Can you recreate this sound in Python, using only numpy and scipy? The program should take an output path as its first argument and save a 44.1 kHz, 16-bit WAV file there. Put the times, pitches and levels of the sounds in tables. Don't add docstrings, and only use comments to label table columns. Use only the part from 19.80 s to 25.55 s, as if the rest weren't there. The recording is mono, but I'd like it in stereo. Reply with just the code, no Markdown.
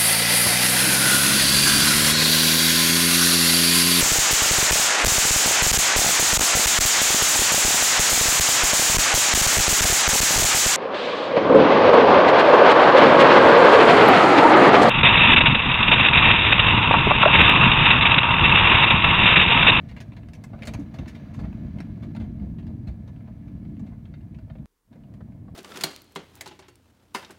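import sys
import numpy as np
from scipy import signal
from scipy.fft import rfft, irfft
from scipy.io import wavfile
from scipy.ndimage import uniform_filter1d

SR = 44100
rng = np.random.default_rng(int(sys.argv[2]) if len(sys.argv) > 2 else 0)


def to_wav(sig):
    pcm = np.clip(np.atleast_2d(sig), -1, 1) * 32767
    pcm = np.round(pcm).astype(np.int16)
    wavfile.write(sys.argv[1], SR, pcm.T)


N = 253575
TIME = np.arange(N) / SR

# (time [s], floor rumble [dB], panel drumming [dB])
BODY_SHAKE = [(0, -38.5, -42.5), (0.62, -41, -45.5), (0.9, -40.5, -40), (1.46, -40.5, -42),
              (1.65, -36.5, -36), (2.95, -35, -36), (3.25, -38, -45), (3.6, -41, -43), (3.97, -38, -36),
              (4.18, -40.5, -44), (4.8, -39, -45.5), (5.14, -51.5, -48.5), (5.35, -42.5, -44.5),
              (5.75, -42, -46.5)]
# (time [s], growl [dB], hiss [dB])
WHEEL_LEVELS = [(0, -56.5, -60), (0.5, -58, -66), (0.76, -53.5, -62), (0.9, -49, -55.5), (1.06, -58, -60.5),
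                (1.3, -54, -57), (2.3, -57.5, -62), (2.8, -59, -67), (3.65, -60.5, -66),
                (4.5, -63.5, -69.5), (5.75, -60.5, -71.5)]
# (time [s], thud peak [dB], panel against floor before its lift [dB],
# panel pitch [Hz], deep heave peak [dB])
BUMPS = [(0.733, -28.5, -5, 222.5, -38), (0.878, -26, 27, 219.4, -34), (0.947, -25, -34, 205, -31),
         (0.991, -25, 6, 288, -35), (1.192, -19, -14, 255, -32), (1.578, -21, -22, 244, -33),
         (1.63, -28, -25, 205, -26), (1.844, -25.5, -16, 246, -32), (1.958, -20.5, -14.5, 215.4, -47),
         (2.377, -25, 9, 228.5, -35), (2.412, -24, -12, 213, -33), (2.609, -21, -8.5, 199.3, -39),
         (2.879, -25, -4.5, 219, -47), (3.074, -24.5, -24, 189, -26.5), (3.742, -27, -15, 189, -32.5),
         (4.023, -26.5, -2, 206.4, -45), (4.795, -32.5, 17, 216.4, -47), (5.409, -37, -11, 192, -48)]
# (time [s], clack [dB], knock against clack [dB], tick against clack [dB], chatter decay [s])
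STRIKES = [(0.112, -54, -3, -16.5, .003), (0.164, -45.5, -5.5, -21.5, 0.015),
           (0.202, -46.5, -2.5, -8.5, 0.0081), (0.319, -56.5, -1.5, -26, 0.0045),
           (0.365, -53, -3, -17, 0.006), (0.43, -61, -3, -26, 0.0022), (0.485, -57.5, -1.5, -10.5, .0025),
           (0.533, -53, -14, -7, 0.0067), (0.549, -57, -17, -7, .005), (0.638, -50, -3, -4.5, 0.0038),
           (0.73, -58, 14, -37, 0.0095), (0.821, -42, -7, -22, 0.0058), (0.832, -46, -4, -15, 0.0032),
           (0.852, -51.5, 0.5, -1.5, 0.0072), (0.871, -41, -4.5, -4, 0.0046),
           (0.879, -42.5, 2, -14.5, 0.0056), (0.936, -44.5, 0, -5, 0.0036), (0.948, -47, 0.5, -30, .002),
           (1.185, -47.5, 2, -14.5, 0.0061), (1.589, -53, 8.5, -11.5, 0.017), (1.985, -52, -1, -18, 0.0024),
           (2.002, -47, 0.5, -11.5, 0.0029), (2.348, -54.5, 6.5, -11, 0.0045),
           (2.363, -51.5, 1, -14.5, 0.0033), (2.399, -52, 3, -16.5, 0.026), (2.784, -56, -2, -18, 0.0097),
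           (2.866, -61, 2, -13.5, 0.0025), (3.275, -61.5, 5.5, -10, .011), (3.471, -66, 13, -31, .01),
           (3.679, -65, 0.5, -15, 0.0037), (3.993, -63, 5.5, -6.5, 0.0079), (4.061, -62, 4.5, -13, 0.028),
           (4.253, -61.5, -4, -20.5, 0.0024), (4.338, -56.5, -2, -29, 0.0016),
           (4.544, -61, 0, -19.5, 0.0053), (4.586, -64, 5.5, -14.5, 0.0017), (4.698, -57, 7, -37, .006),
           (4.751, -63, 12, -34, 0.0031), (5.128, -65.5, 1, -13.5, 0.0072),
           (5.155, -70.5, 11.5, -11, 0.0026), (5.338, -64, 3.5, -9.5, 0.0014),
           (5.404, -65.5, 14.5, -20, 0.0031), (5.678, -70, 15.5, -20, 0.0048)]
# (time [s], clack [dB], knock against clack [dB], tick against clack [dB])
SCUFFS = [(0.083, -52.5, -13, -14.5), (0.989, -62.5, 5, -1.5), (1.135, -52.5, 6.5, -9.5),
          (1.273, -47.5, -25, -8), (1.344, -50.5, -4, -15), (1.534, -56.5, -2, -5.5),
          (1.632, -53.5, 7, -25), (2.221, -53.5, 4, -14), (3.067, -53, 0, -13), (4.114, -66, 11, -22)]
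# (time [s], gain [dB])
DROPOUT = [(4.858, 0), (4.862, -60), (5.03, -45), (5.08, -17), (5.105, -11), (5.118, 0)]

# (frequency [Hz], width [Hz], gain [dB])
FLOOR_MODES = [(53.6, 5.2, -11.5), (66.5, 8.4, 1), (87.2, 10, 0), (109.8, 25, 1.5), (143, 41, -6.5)]
PANEL_MODES = [(174.2, 29, -1.5), (212.2, 26, 4.5), (226.3, 5.5, -2.5), (275.2, 19.2, -7.5),
               (337, 12, -8.5)]
RAIL_MODES = [(1725, 44, 3), (2175, 330, -0.5), (3580, 95, -9.5), (4020, 130, -1), (4640, 110, 2.5),
              (5750, 530, -5)]
FITTING_MODES = [(1700, 52, 0), (2104, 90, 5.5), (2335, 87, 2), (2610, 34, -6), (3500, 33, -8.5),
                 (3700, 44, 4), (4470, 130, 5.5), (6300, 240, 3), (7900, 180, -12), (9520, 110, 16.5)]
BOARD_MODES = [(382, 60, 9.5), (508, 24, 1.5), (638, 51, 3.5), (963, 52, 3)]

# (frequency [Hz], gain [dB])
WHEEL_GROWL_EQ = [(250, 4.5), (380, -2), (460, 7.5), (550, 4.5), (630, 9.5), (700, 7.5), (780, -0.5),
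                  (950, -2.5), (1250, -14.5), (1800, -38.5)]
RAIL_HISS_EQ = [(700, -12), (1050, -0.5), (1450, -3), (2200, -8.5), (3000, -9), (4600, -18), (5200, -21.5),
                (6500, -22), (8000, -33), (15000, -32)]
RATTLE_EQ = [(220, -37), (380, -6.5), (624, 2.5), (1110, -6.5), (2730, -9), (3180, -15.5), (4080, -16),
             (4990, -19), (9430, -34), (15500, -36.5)]
AIR_EQ = [(18, -32), (30, 9), (111, -18.5), (455, -8), (591, -27), (1050, -15.5), (1230, -18.5),
          (2550, -26), (15500, -27.5)]
# (frequency [Hz], side against mid [dB])
STEREO_WIDTH = [(100, -18), (200, -27), (350, -7.5), (700, -10.5), (1200, 1), (4000, -1.5), (12000, -7.5)]

TOP_HZ = 15800


def rolling():
    rumble, drumming = body_shake()
    growl, hiss = wheel_contact(turn_hz=4.88, rough_patch_s=3.07)
    floor = ring(grit(per_s=900, scatter_db=2.35), FLOOR_MODES)
    floor = steady(band(floor, 35.7, 195.5), span_s=0.09)
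    panels = ring(grit(per_s=700, scatter_db=2.22), PANEL_MODES)
    panels = steady(band(panels, 155.3, 316.7), span_s=0.069)
    wheels = steady(colour(grit(per_s=1500, scatter_db=1.4), WHEEL_GROWL_EQ), span_s=0.2)
    crunch = grit(per_s=9000, scatter_db=0.52)
    rails = steady(colour(crunch + undb(4) * ring(crunch, RAIL_MODES), RAIL_HISS_EQ), span_s=0.087)
    brightness = np.minimum(hiss / undb(-54.5), 1) ** 0.24
    rails = rails + (brightness - 1) * band(rails, 3600, 16000, order=1)
    body = rumble * floor + undb(-1.5) * drumming * panels
    return spread(body + undb(-0.5) * growl * wheels + undb(-2.5) * hiss * rails)


def body_shake():
    rumble, drumming = envelopes(BODY_SHAKE)
    jolt = jolts()
    return np.hypot(rumble, undb(-18.5) * jolt), np.hypot(drumming, undb(-17) * jolt)


def wheel_contact(turn_hz, rough_patch_s):
    growl, hiss = envelopes(WHEEL_LEVELS)
    turn = np.cos(2 * np.pi * turn_hz * (TIME - rough_patch_s))
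    jolt = jolts()
    return (np.hypot(growl * undb(turn), undb(-30) * jolt),
            np.hypot(hiss * undb(0.5 * turn), undb(-44) * jolt))


def jolts(rise_s=0.021):
    load = np.zeros(N)
    for s, db, *_ in BUMPS:
        age = np.maximum(TIME - s, 0) / rise_s
        load += undb(db) * age * np.exp(1 - age)
    return load


def bumps(push_s, panel_width_hz, panel_lift_db, heave_hz, heave_width_hz):
    out, t = np.zeros((2, N)), TIME[:SR // 3]
    push = t / push_s * np.exp(-t / push_s)
    floor = unit_peak(band(ring(push, FLOOR_MODES), 65, 235))
    heave = unit_peak(band(ring(push, [(heave_hz, heave_width_hz, 0)]), 30, 95, order=2))
    for s, db, panel_db, hz, heave_db in BUMPS:
        panel = unit_peak(band(ring(push, [(hz, panel_width_hz, 0)]), 97, 330))
        thud = unit_peak(floor + undb(panel_db + panel_lift_db) * panel)
        add(out, s - .004, undb(db) * thud + undb(heave_db) * heave)
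    return out


def rattles(ring_q, frame_db, pan_db):
    out = np.zeros((2, N))
    for s, db, knock_db, tick_db, decay_s, rise_s in loose_parts(fidget_count=22):
        hz = np.clip(9400 * 2 ** (tick_db / 11.5), 1800, TOP_HZ)
        hz *= np.exp(0.1 * rng.standard_normal())
        contacts = chatter(rise_s, decay_s)
        rings = undb(frame_db) * ring(contacts, FITTING_MODES) + ring(contacts, [(hz, hz / ring_q, 0)])
        struck = cabin(contacts + rings, t60_s=0.06, wet_db=3.5)
        struck = colour(np.pad(struck, ((0, 0), (0, 8192 - len(contacts)))), RATTLE_EQ)
        knock = struck + struck.mean(0)
        knock = band(knock + ring(knock, BOARD_MODES), 320, 1560)
        clack, tick = band(struck, 1536, 3970), band(struck, 5890, 16000)
        hit = undb(knock_db) * unit_hit(knock) + unit_hit(clack) + undb(tick_db) * unit_hit(tick)
        pan = pan_db * rng.standard_normal() * np.array([[1], [-1]])
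        add(out, s, hit * undb(db + pan))
    return out


def loose_parts(fidget_count, strike_rise_s=.0014, scuff_rise_s=.008, scuff_decay_s=0.016):
    times, _, hiss_db = np.transpose(WHEEL_LEVELS)
    fidget_times = (np.arange(fidget_count) + rng.random(fidget_count)) / fidget_count * TIME[-1]
    fidgets = [(s, np.interp(s, times, hiss_db) + 1.5, 2.5, -21, 0.0015) for s in fidget_times]
    strikes = [(*row, strike_rise_s * 2 ** (max(row[2], 0) / 9)) for row in STRIKES + fidgets]
    return strikes + [(*row, scuff_decay_s, scuff_rise_s) for row in SCUFFS]


def chatter(rise_s, decay_s, contacts_per_s=3000, scatter_db=8.91, settle_db=-22.5, settle_s=0.046):
    t = TIME[:SR // 8]
    after = np.maximum(t - rise_s, 0)
    fall = np.exp(-after / decay_s) + undb(settle_db) * np.exp(-after / settle_s)
    force = np.minimum(t / rise_s, 1) * fall
    sizes = rng.choice([-1, 1], len(t)) * undb(rng.uniform(-scatter_db, 0, len(t)))
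    contacts = force * sizes * (rng.random(len(t)) < contacts_per_s / SR)
    contacts[int(rise_s * SR)] = undb(-1)
    return contacts


def cabin(x, t60_s, wet_db):
    t = TIME[:SR // 5]
    tail = rng.standard_normal((2, len(t))) * np.exp(-np.log(1000) * t / t60_s) * (t > .001)
    response = undb(wet_db) * unit_rms(tail) / np.sqrt(len(t))
    response[:, 0] += 1
    heard = signal.fftconvolve(np.atleast_2d(x), response, axes=-1)[:, :x.shape[-1]]
    return heard / np.sqrt(1 + undb(2 * wet_db))


def dropout(x, click_db, click_decay_s):
    gate, = envelopes(DROPOUT)
    since = TIME - DROPOUT[0][0]
    click = undb(click_db) * (since >= 0) * np.exp(-np.abs(since) / click_decay_s)
    return x * gate + click


def still_air(level_db):
    mid, side = colour(rng.standard_normal((2, N)), AIR_EQ)
    return undb(level_db) * (unit_rms(mid) + undb(-35) * unit_rms(side) * np.array([[1], [-1]]))


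def grit(per_s, scatter_db):
    hit = rng.random((2, N)) < per_s / SR
    impacts = hit * rng.standard_normal((2, N))
    return impacts * undb(scatter_db * np.minimum(rng.exponential(size=(2, N)), 4))


def ring(x, modes):
    return sum(undb(db) * signal.lfilter(*signal.iirpeak(hz, hz / width, fs=SR), x)
               for hz, width, db in modes)


def colour(x, points):
    hz, db = np.transpose(points)
    bins_hz = np.fft.rfftfreq(x.shape[-1], 1 / SR)
    gain = undb(np.interp(np.log(bins_hz + 1), np.log(hz), db))
    return irfft(rfft(x) * gain, x.shape[-1])


def band(x, lo_hz, hi_hz, order=3):
    return signal.sosfilt(signal.butter(order, [lo_hz, hi_hz], "band", fs=SR, output="sos"), x)


def spread(pair):
    side = colour(pair[1], STEREO_WIDTH)
    return np.array([pair[0] + side, pair[0] - side])


def steady(pair, span_s):
    return pair / np.sqrt(uniform_filter1d(pair ** 2, int(span_s * SR) + 1, axis=-1) + 1e-18)


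def envelopes(table):
    times, *levels = np.transpose(table)
    return [undb(np.interp(TIME, times, db)) for db in levels]


def add(track, s, sound):
    start = max(int(s * SR), 0)
    track[..., start:start + sound.shape[-1]] += sound[..., :N - start]


def undb(db):
    return 10 ** (np.asarray(db) / 20)


def unit_rms(x):
    return x / np.sqrt(np.mean(x ** 2) + 1e-20)


def unit_peak(x):
    return x / np.abs(x).max()


def unit_hit(pair):
    return pair / np.sqrt(np.sum(pair ** 2) / (2 * (SR // 50)))


def scene():
    loose = rattles(ring_q=7, frame_db=-5.5, pan_db=1.1)
    thuds = bumps(push_s=0.0012, panel_width_hz=18, panel_lift_db=9.5, heave_hz=59.2, heave_width_hz=10.7)
    van = rolling() + thuds + loose
    return dropout(van, click_db=-38.5, click_decay_s=0.0005) + still_air(level_db=-72.5)


def record(dry):
    return signal.sosfilt(signal.ellip(10, .2, 70, TOP_HZ, fs=SR, output="sos"), dry)


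dry = scene()
out = record(dry)
to_wav(out)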